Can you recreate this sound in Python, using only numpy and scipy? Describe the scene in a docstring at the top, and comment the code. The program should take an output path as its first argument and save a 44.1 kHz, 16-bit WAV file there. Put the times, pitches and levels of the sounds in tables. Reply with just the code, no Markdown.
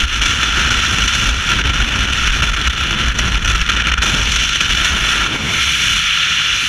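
"""In the open sky, in freefall: air tears past a helmet camera.
Shaped noise hisses through the resonances of the sealed case; a wavering tone near 50 Hz is the throb of eddies
shed from the helmet. Low noise roars, and hiss and roar flicker, flare and drop out in the buffeting.
A faint hum and one singing resonance add tone. Near the end the head turns out of the wake:
the rumble falls away and the hiss steadies."""
import sys
import numpy as np
from scipy import signal
from scipy.fft import rfft, irfft, next_fast_len
from scipy.io import wavfile
from scipy.ndimage import uniform_filter1d, minimum_filter1d, map_coordinates

SR = 44100
rng = np.random.default_rng(int(sys.argv[2]) if len(sys.argv) > 2 else 0)


def dump_mix(stems):
    """Bounce the given channels to the path in sys.argv[1] as a 16-bit WAV at rate SR."""
    frames = np.atleast_2d(stems).T  # one column per channel
    limited = np.clip(frames, -1, 1)  # hard clip at full scale
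    pcm = np.round(limited * 32767).astype(np.int16)
    wavfile.write(sys.argv[1], SR, pcm)


N = 294588  # length in samples

# A faint, wavering low hum. Each row: time in seconds, middle pitch in Hz, middle level in dB.
HUM_PATH = [(0, 162, -46), (2.8, 164.5, -51), (3.5, 165, -33), (4.3, 160, -44), (5.7, 160.4, -42),
            (6.2, 155, -36.5), (6.68, 140.3, -36)]
# One case resonance sings out as the head turns. Each row: time in seconds, level in dB.
SINGING_LEVEL = [(0, -50), (4.1, -52), (4.35, -27), (4.6, -49), (5.3, -35), (5.6, -21), (5.8, -26),
                 (6.1, -38), (6.68, -33)]
# That resonance: its centre in Hz, its width in Hz.
SINGING_RESONANCE = (2270, 300)
# How often the helmet sheds eddies. Each row: time in seconds, middle rate in eddies a second.
SHEDDING_RATE = [(0, 55), (1.2, 54), (1.8, 49), (2.7, 55), (3.3, 52), (4.8, 53), (5.7, 60), (6.68, 62)]
# Bursts of strong shedding. 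Each row: centre in seconds, level in dB, rough length in seconds.
SHEDDING_BURSTS = [(0.045, -14, 0.036), (0.215, -19.5, 0.1), (0.78, -18, 0.027), (0.905, -20, 0.041),
                   (1.04, -17.5, 0.08), (1.198, -22, 0.039), (1.3, -15.5, 0.099), (1.59, -21.5, 0.069),
                   (1.681, -16.0, 0.08), (1.818, -15, 0.06), (2.014, -15.5, 0.045), (2.117, -22, 0.058),
                   (2.294, -16, 0.1), (2.417, -17, 0.052), (2.506, -16.5, 0.082), (2.6, -20, 0.043),
                   (2.687, -12.5, 0.044), (2.822, -19.0, 0.067), (3.054, -18.0, 0.033), (3.096, -12, 0.033),
                   (3.208, -16.0, 0.05), (3.275, -18.0, 0.047), (3.359, -13.5, 0.054), (3.465, -20, 0.037),
                   (3.547, -15, 0.068), (3.62, -11, 0.018), (3.758, -19, 0.035), (3.932, -18.0, 0.052),
                   (3.994, -12.5, 0.02), (4.387, -25, 0.047), (4.726, -20, 0.098), (4.831, -21, 0.04),
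                   (4.93, -18.5, 0.059), (5.034, -22.0, 0.044), (5.07, -26, 0.036), (5.228, -24, 0.043)]
# Slow pressure swings under the throb. Each row: frequency in Hz, relative level in dB per Hz.
SWING_SPECTRUM = [(8, -30), (16, -3), (30, 0.5), (45, -7.5), (65, 0.5), (80, -5), (120, -47), (300, -120)]
# The wake over time. Each row: time in seconds, throb between bursts in dB, roar in dB,
# upper part of the roar in dB above the roar, flicker depth in dB (held between 0 and 9).
WAKE_PATH = [(0, -32, -28.5, -6, 4), (.6, -25, -25.5, -5, 2), (1.1, -28, -26.5, -5.5, 3),
             (1.5, -25, -25.5, -4.5, 3), (2.2, -28, -27, -6, 3.5), (3.0, -26, -27.5, -5.5, 4.5),
             (3.9, -25.5, -28, -4.5, 5.5), (4.2, -24, -27, -1.5, 2.5), (4.45, -29.5, -29.5, -5.5, 4.5),
             (5.15, -32, -29.5, -0.5, 2.1), (5.38, -28, -24.5, -2.5, 0), (5.58, -33.5, -32.5, -2.5, 1.5),
             (5.97, -29.5, -32, -9, 2), (6.05, -39, -39.5, -9, 1.2), (6.45, -38, -37.5, -6, -0.3),
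             (6.68, -34.5, -33.5, -8, 0.3)]
# Spectrum of the lower roar. Each row: frequency in Hz, relative level in dB per Hz.
ROAR_SPECTRUM = [(20, -22), (70, 1), (100, 2.5), (160, -2), (220, -2.5), (300, -17), (400, -30.5),
                 (800, -120)]
# Spectrum of the upper roar. Each row: frequency in Hz, relative level in dB per Hz.
UPPER_ROAR_SPECTRUM = [(120, -120), (230, -7), (300, -2), (500, -5.5), (750, -8.5), (950, -4), (1100, -5.5),
                       (1500, -2.5), (3000, -120)]
# Sudden falls, then a climb back. Each row: start in seconds, fall of the hiss in dB, recovery in seconds.
SUDDEN_SAGS = [(.062, -5.5, 0.15), (.95, -3.5, 0.061), (1.31, -5, 0.19), (1.83, -5.5, 0.15),
               (2.69, -4.5, 0.14), (3.11, -3.5, 0.17), (3.384, -7, 0.09), (3.633, -9, 0.042),
               (3.944, -5, 0.067), (5.276, -6.5, 0.073), (5.365, -5.5, 0.14)]
# Brief flares (+) and drop-outs (-). 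Each row: centre in seconds, change in dB before each sound
# takes its share, length in seconds.
BRIEF_FLICKS = [(0.043, 6, 0.014), (0.063, -10, .012), (.152, -8, .009), (0.192, -6, .01),
                (0.207, -8, 0.014), (0.384, -5, .012), (0.701, -13, .009), (0.71, 5, 0.02),
                (.772, 3, 0.0069), (1.072, -9, .007), (1.632, -16, 0.017), (1.673, 4.5, .016),
                (1.689, -13, 0.0046), (1.726, -11, 0.018), (2.069, -9, 0.014), (2.118, -10, 0.01),
                (2.132, 8, 0.0098), (2.419, -21, 0.0057), (2.511, -8, 0.0062), (2.53, -11, 0.0062),
                (2.56, -9, 0.0079), (2.43, 8.5, 0.023), (2.596, 9, 0.0085), (2.678, 4, 0.013),
                (2.692, -22, 0.014), (2.723, -7, 0.013), (2.807, 9, 0.0084), (2.928, 6, 0.0068),
                (3.112, -1, 0.005), (3.138, -17, 0.0094), (3.195, 4, 0.0061), (3.259, 7.5, 0.01),
                (3.344, 9, 0.0067), (3.362, -2, 0.0064), (3.405, -7, .007), (3.442, -12, .008),
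                (3.527, -4, 0.0092), (3.554, 5, 0.01), (3.614, -3, 0.011), (3.687, -15, .007),
                (3.696, 10.5, 0.016), (3.712, -9, .007), (3.833, -11, 0.011), (3.867, -12, 0.0065),
                (3.87, 14, .005), (3.9, 5, 0.0053), (3.913, -19, .007), (3.916, 9, 0.0086),
                (3.94, 11, 0.0064), (3.967, -20, 0.032), (3.978, 12, .011), (4.006, -10, 0.025),
                (4.022, 8.5, 0.0091), (4.493, 6, 0.0054), (4.558, 3.5, 0.0079), (4.593, -8, 0.032),
                (4.721, 4, .008)]
# The hiss over time. Each row: time in seconds, hiss in dB, then in dB above the hiss: the lower case
# resonances, the treble, and the top air (which is counted above the treble).
HISS_PATH = [(0, -16, 1, 2, 1), (.6, -16, 1.5, 3.5, -1), (1.2, -16, 0, 4, 0.5), (1.65, -17, 2, 0, 1),
             (2.3, -17.5, 1.5, 2, 1), (2.9, -17.5, 1.5, -0.5, 2.5), (3.5, -17.5, 2.5, 2.6, 1),
             (4.0, -17, 3, -2.2, 0), (4.04, -16, 1, 4, 2), (4.4, -15, -3, 3.5, -2.5),
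             (5.1, -15.5, 2, 1.7, 4), (5.3, -17, 0.8, 0, 3), (5.54, -18.5, -2, 3.5, 4),
             (5.61, -14, -4.5, 0, 5), (5.95, -14, -3, 2.5, 4), (6.1, -13, -3.5, -4, 4.5),
             (6.5, -14, -4, -0.5, -0.5), (6.68, -16.5, -3.5, 1.5, 5)]
# Resonances of the case. Each row: centre in Hz, width in Hz, relative level in dB.
CASE_RESONANCES = [(1383.5, 148, 2), (1566, 467, -4.5), (1793, 430, -5), (2324, 500, -3.5), (2700, 800, -4),
                   (2984, 670, 0), (3439, 480, -1.5), (4075, 370, -9.5), (5754, 820, -10.5),
                   (6265, 730, -14.5), (7190, 600, -21.5), (9660, 730, -30.5), (10660, 900, -30)]
# Cancellations between them. Each row: centre in Hz, width in Hz, depth in dB.
CASE_NOTCHES = [(2130, 170, 3), (3210, 130, 4), (3785, 190, 9)]
# Leakage between and beyond the resonances. Each row: frequency in Hz, relative level in dB per Hz.
CASE_LEAK = [(600, -70), (1000, -40), (1250, -10), (4800, -21), (8500, -31.5), (11500, -42.5), (13200, -39),
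             (14300, -49), (15100, -51), (15400, -60)]

TOP_HZ = 15434  # nothing is left above this
THROB_SURGE_DB, DRIFT_DB = 2.8, 0.45  # random swells of the throb; slow drift of each hiss band
THROB_SAG, ROAR_SAG = 0.95, 0.75  # shares of a sag, in dB, felt by the throb and the roar
RISE_SHARE = 0.37  # part of a flick's length spent rising: the hiss comes up faster than it goes down


def amp(db):
    """Turn dB into a plain gain."""
    return 10 ** (np.asarray(db) / 20)


def unit(x):
    """Scale to an average (rms) strength of 1."""
    return x / np.sqrt(np.mean(x ** 2) + 1e-20)


def along(points, hz):
    """Read a curve of (Hz, value) points on a log frequency axis."""
    f, v = np.transpose(points)
    return np.interp(np.log(hz + 1), np.log(f + 1), v)


def curves(rows):
    """One value per sample for each column after the time."""
    s, *columns = np.transpose(rows)
    return [np.interp(np.arange(N) / SR, s, c) for c in columns]


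def wobble(rate):
    """A smooth random curve through rate random points a second."""
    knots = rng.standard_normal(N // 20)[:int(N * rate / SR) + 4]
    return map_coordinates(knots, [np.arange(N) * rate / SR])


def filtered(x, response):
    """Multiply the spectrum of x by a response to frequency."""
    m = next_fast_len(N + SR // 2)
    return irfft(rfft(x, m) * response(np.fft.rfftfreq(m, 1 / SR)), m)[:N]


def above(hz, edge_hz):
    """Share from 0 to 1 that lies over an edge, one half near the edge itself."""
    return 1 / (1 + (edge_hz / (hz + 1)) ** 8)


def bump(hz, centre_hz, width_hz):
    """Power of a steep resonance, 1 at its centre."""
    return 1 / (1 + (2 * (hz - centre_hz) / width_hz) ** 2) ** 2


def patchy(patchy_db):
    """Turbulence as white noise with patches of random gain in time and frequency."""
    z = signal.stft(rng.standard_normal(N), nperseg=256)[2]
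    field = uniform_filter1d(rng.standard_normal(z.shape), size=8, axis=1)
    field = uniform_filter1d(field, size=6, axis=0)
    return signal.istft(z * amp(patchy_db * unit(field)), nperseg=256)[1][:N]


def hum():
    """A faint fuzzy tone, uncovered when the roar falls: a sine with wandering pitch and level."""
    pitch_hz, level_db = curves(HUM_PATH)
    phase = 2 * np.pi * np.cumsum(pitch_hz * (1 + 0.0429 * wobble(25))) / SR
    return amp(level_db + 2.2 * wobble(20)) * np.sin(phase)


def singing():
    """Narrow noise in the resonance that the turned airstream blows across."""
    level_db, = curves(SINGING_LEVEL)
    tone = filtered(rng.standard_normal(N), lambda hz: np.sqrt(bump(hz, *SINGING_RESONANCE)))
    return amp(level_db) * unit(tone)


def sags():
    """A sudden fall and a straight climb back, in dB."""
    t = np.arange(N) / SR
    fall = sum(db * (t >= s) * np.clip(1 - (t - s) / recovery, 0, 1) for s, db, recovery in SUDDEN_SAGS)
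    return uniform_filter1d(fall, size=SR // 150)


def throb():
    """Eddies shed about fifty times a second: a cycle of wandering rate and size, over slower swings."""
    t = np.arange(N) / SR
    between = amp(curves(WAKE_PATH)[0] + THROB_SURGE_DB * wobble(11) + THROB_SAG * sags())
    bursts = sum(amp(2 * db) * np.exp(-np.abs(2.4 * (t - s) / length) ** 2.8)
                 for s, db, length in SHEDDING_BURSTS)
    level = np.sqrt(between ** 2 + bursts)  # powers add
    rate_hz, = curves(SHEDDING_RATE)
    phase = 2 * np.pi * np.cumsum(rate_hz * (1 + 0.0706 * wobble(9) + 0.1704 * wobble(38))) / SR
    cycle = unit(np.sin(phase) * amp(0.42 * wobble(24.05)))
    swings = unit(filtered(rng.standard_normal(N), lambda hz: amp(along(SWING_SPECTRUM, hz))))
    gust = uniform_filter1d(level, size=SR // 4)  # the swings follow the gusts, not each burst
    shed = filtered(level * cycle, lambda hz: 1 - above(hz, 92))
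    return shed + amp(-7) * gust * swings


def puffs(rate, decay):
    """Small eddies, rate a second, that strike at once and die away over decay seconds; rms 1."""
    hits = (rng.random(N) < rate / SR) * rng.exponential(size=N)
    shape = np.exp(-np.arange(SR // 10) / SR / decay)
    struck = uniform_filter1d(signal.fftconvolve(hits, shape)[:N], size=SR // 700)
    return unit(struck - struck.mean())


def flicks():
    """Brief flares and drop-outs with steep edges, in dB."""
    t = np.arange(N) / SR
    out = np.zeros(N)
    for s, db, length in BRIEF_FLICKS:
        near = slice(max(round(s * SR) - SR // 10, 0), round(s * SR) + SR // 10)
        u = t[near] - s
        rising = u * db < 0  # before a flare's centre, or after a drop-out's
        side = length * np.where(rising, RISE_SHARE, 1 - RISE_SHARE)
        out[near] += db * np.exp(-.7 * np.abs(u / side) ** 3.5)
    return out


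def buffeting(push):
    """The flicker of the wake that hiss and roar share, as a change in dB."""
    depth_db = curves(WAKE_PATH)[3]
    eddies = 0.33 * wobble(25) + 0.24 * wobble(70) + 0.5 * wobble(200) + 0.82 * wobble(800)
    eddies = eddies - 0.11 * eddies ** 2  # lulls are deeper than flares are high
    flicker = np.clip(depth_db, 0, 9) * (eddies + 0.48 * puffs(45, 0.0079))
    # take out its own half-second average power
    flicker -= 10 * np.log10(uniform_filter1d(amp(2 * flicker), size=SR // 2))
    return flicks() + flicker + 11.5 * push  # the hiss rides on the crests of the throb


def roar(change):
    """Low turbulence in two bands; the upper one follows the buffeting more strongly."""
    roar_db, upper_db = curves(WAKE_PATH)[1:3]
    air = patchy(patchy_db=1.5) * amp(0.15 * change + 0.66 * wobble(18))
    upper = unit(filtered(air * amp(0.31 * change), lambda hz: amp(along(UPPER_ROAR_SPECTRUM, hz))))
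    lower = unit(filtered(air, lambda hz: amp(along(ROAR_SPECTRUM, hz))))
    return amp(roar_db + ROAR_SAG * sags() + 1.46 * wobble(7)) * (lower + amp(upper_db) * upper)


def case(hz):
    """Gain of the camera case between the airstream and the microphone: leakage, resonances, notches."""
    power = amp(2 * along(CASE_LEAK, hz)) + sum(amp(2 * db) * bump(hz, c, w) for c, w, db in CASE_RESONANCES)
    return np.sqrt(power) / amp(sum(db * bump(hz, c, w) for c, w, db in CASE_NOTCHES))


def hiss(change):
    """Turbulence drives the case in four bands; the treble swings more with the buffeting than the bass."""
    drift = DRIFT_DB * np.array([wobble(8) for band in range(4)])
    hiss_db, lower_db, treble_db, top_db = curves(HISS_PATH) + drift
    hiss_db = hiss_db + sags()
    low_hz, mid_hz, top_hz = 2150, 4900, 8500  # edges between the bands
    air = patchy(patchy_db=0.75)
    scale = np.std(filtered(air, case))
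    lower = filtered(air * amp(0.5 * change + lower_db + hiss_db),
                     lambda hz: case(hz) * (1 - above(hz, low_hz)))
    middle = filtered(air * amp(0.57 * change + hiss_db),
                      lambda hz: case(hz) * (above(hz, low_hz) - above(hz, mid_hz)))
    bright = air * amp(0.85 * change + treble_db + hiss_db)
    treble = filtered(bright, lambda hz: case(hz) * (above(hz, mid_hz) - above(hz, top_hz)))
    top = filtered(bright * amp(top_db - 0.097 * change), lambda hz: case(hz) * above(hz, top_hz))
    # distant air that never drops out
    far = filtered(patchy(patchy_db=2.5), lambda hz: case(hz) * (amp(-42.0) + amp(-41) * above(hz, mid_hz)))
    return (lower + middle + treble + top + far) / scale


def scene():
    """Add the layers; the throb also pushes the hiss and the roar up and down."""
    push = throb()
    change = buffeting(push)
    return (hum() + singing() + push + roar(change) + hiss(change))[None]


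def record(dry):
    """A limiter holds the tallest peaks down, then the band limit."""
    ceiling, span = .9, SR // 250  # full scale is 1; span in samples
    needed = np.minimum(1, ceiling / (np.abs(dry[0]) + 1e-9))
    gain = uniform_filter1d(minimum_filter1d(needed, size=span), size=span)
    return filtered(dry[0] * gain, lambda hz: hz < TOP_HZ)[None]


dry = scene()
out = record(dry)
dump_mix(out)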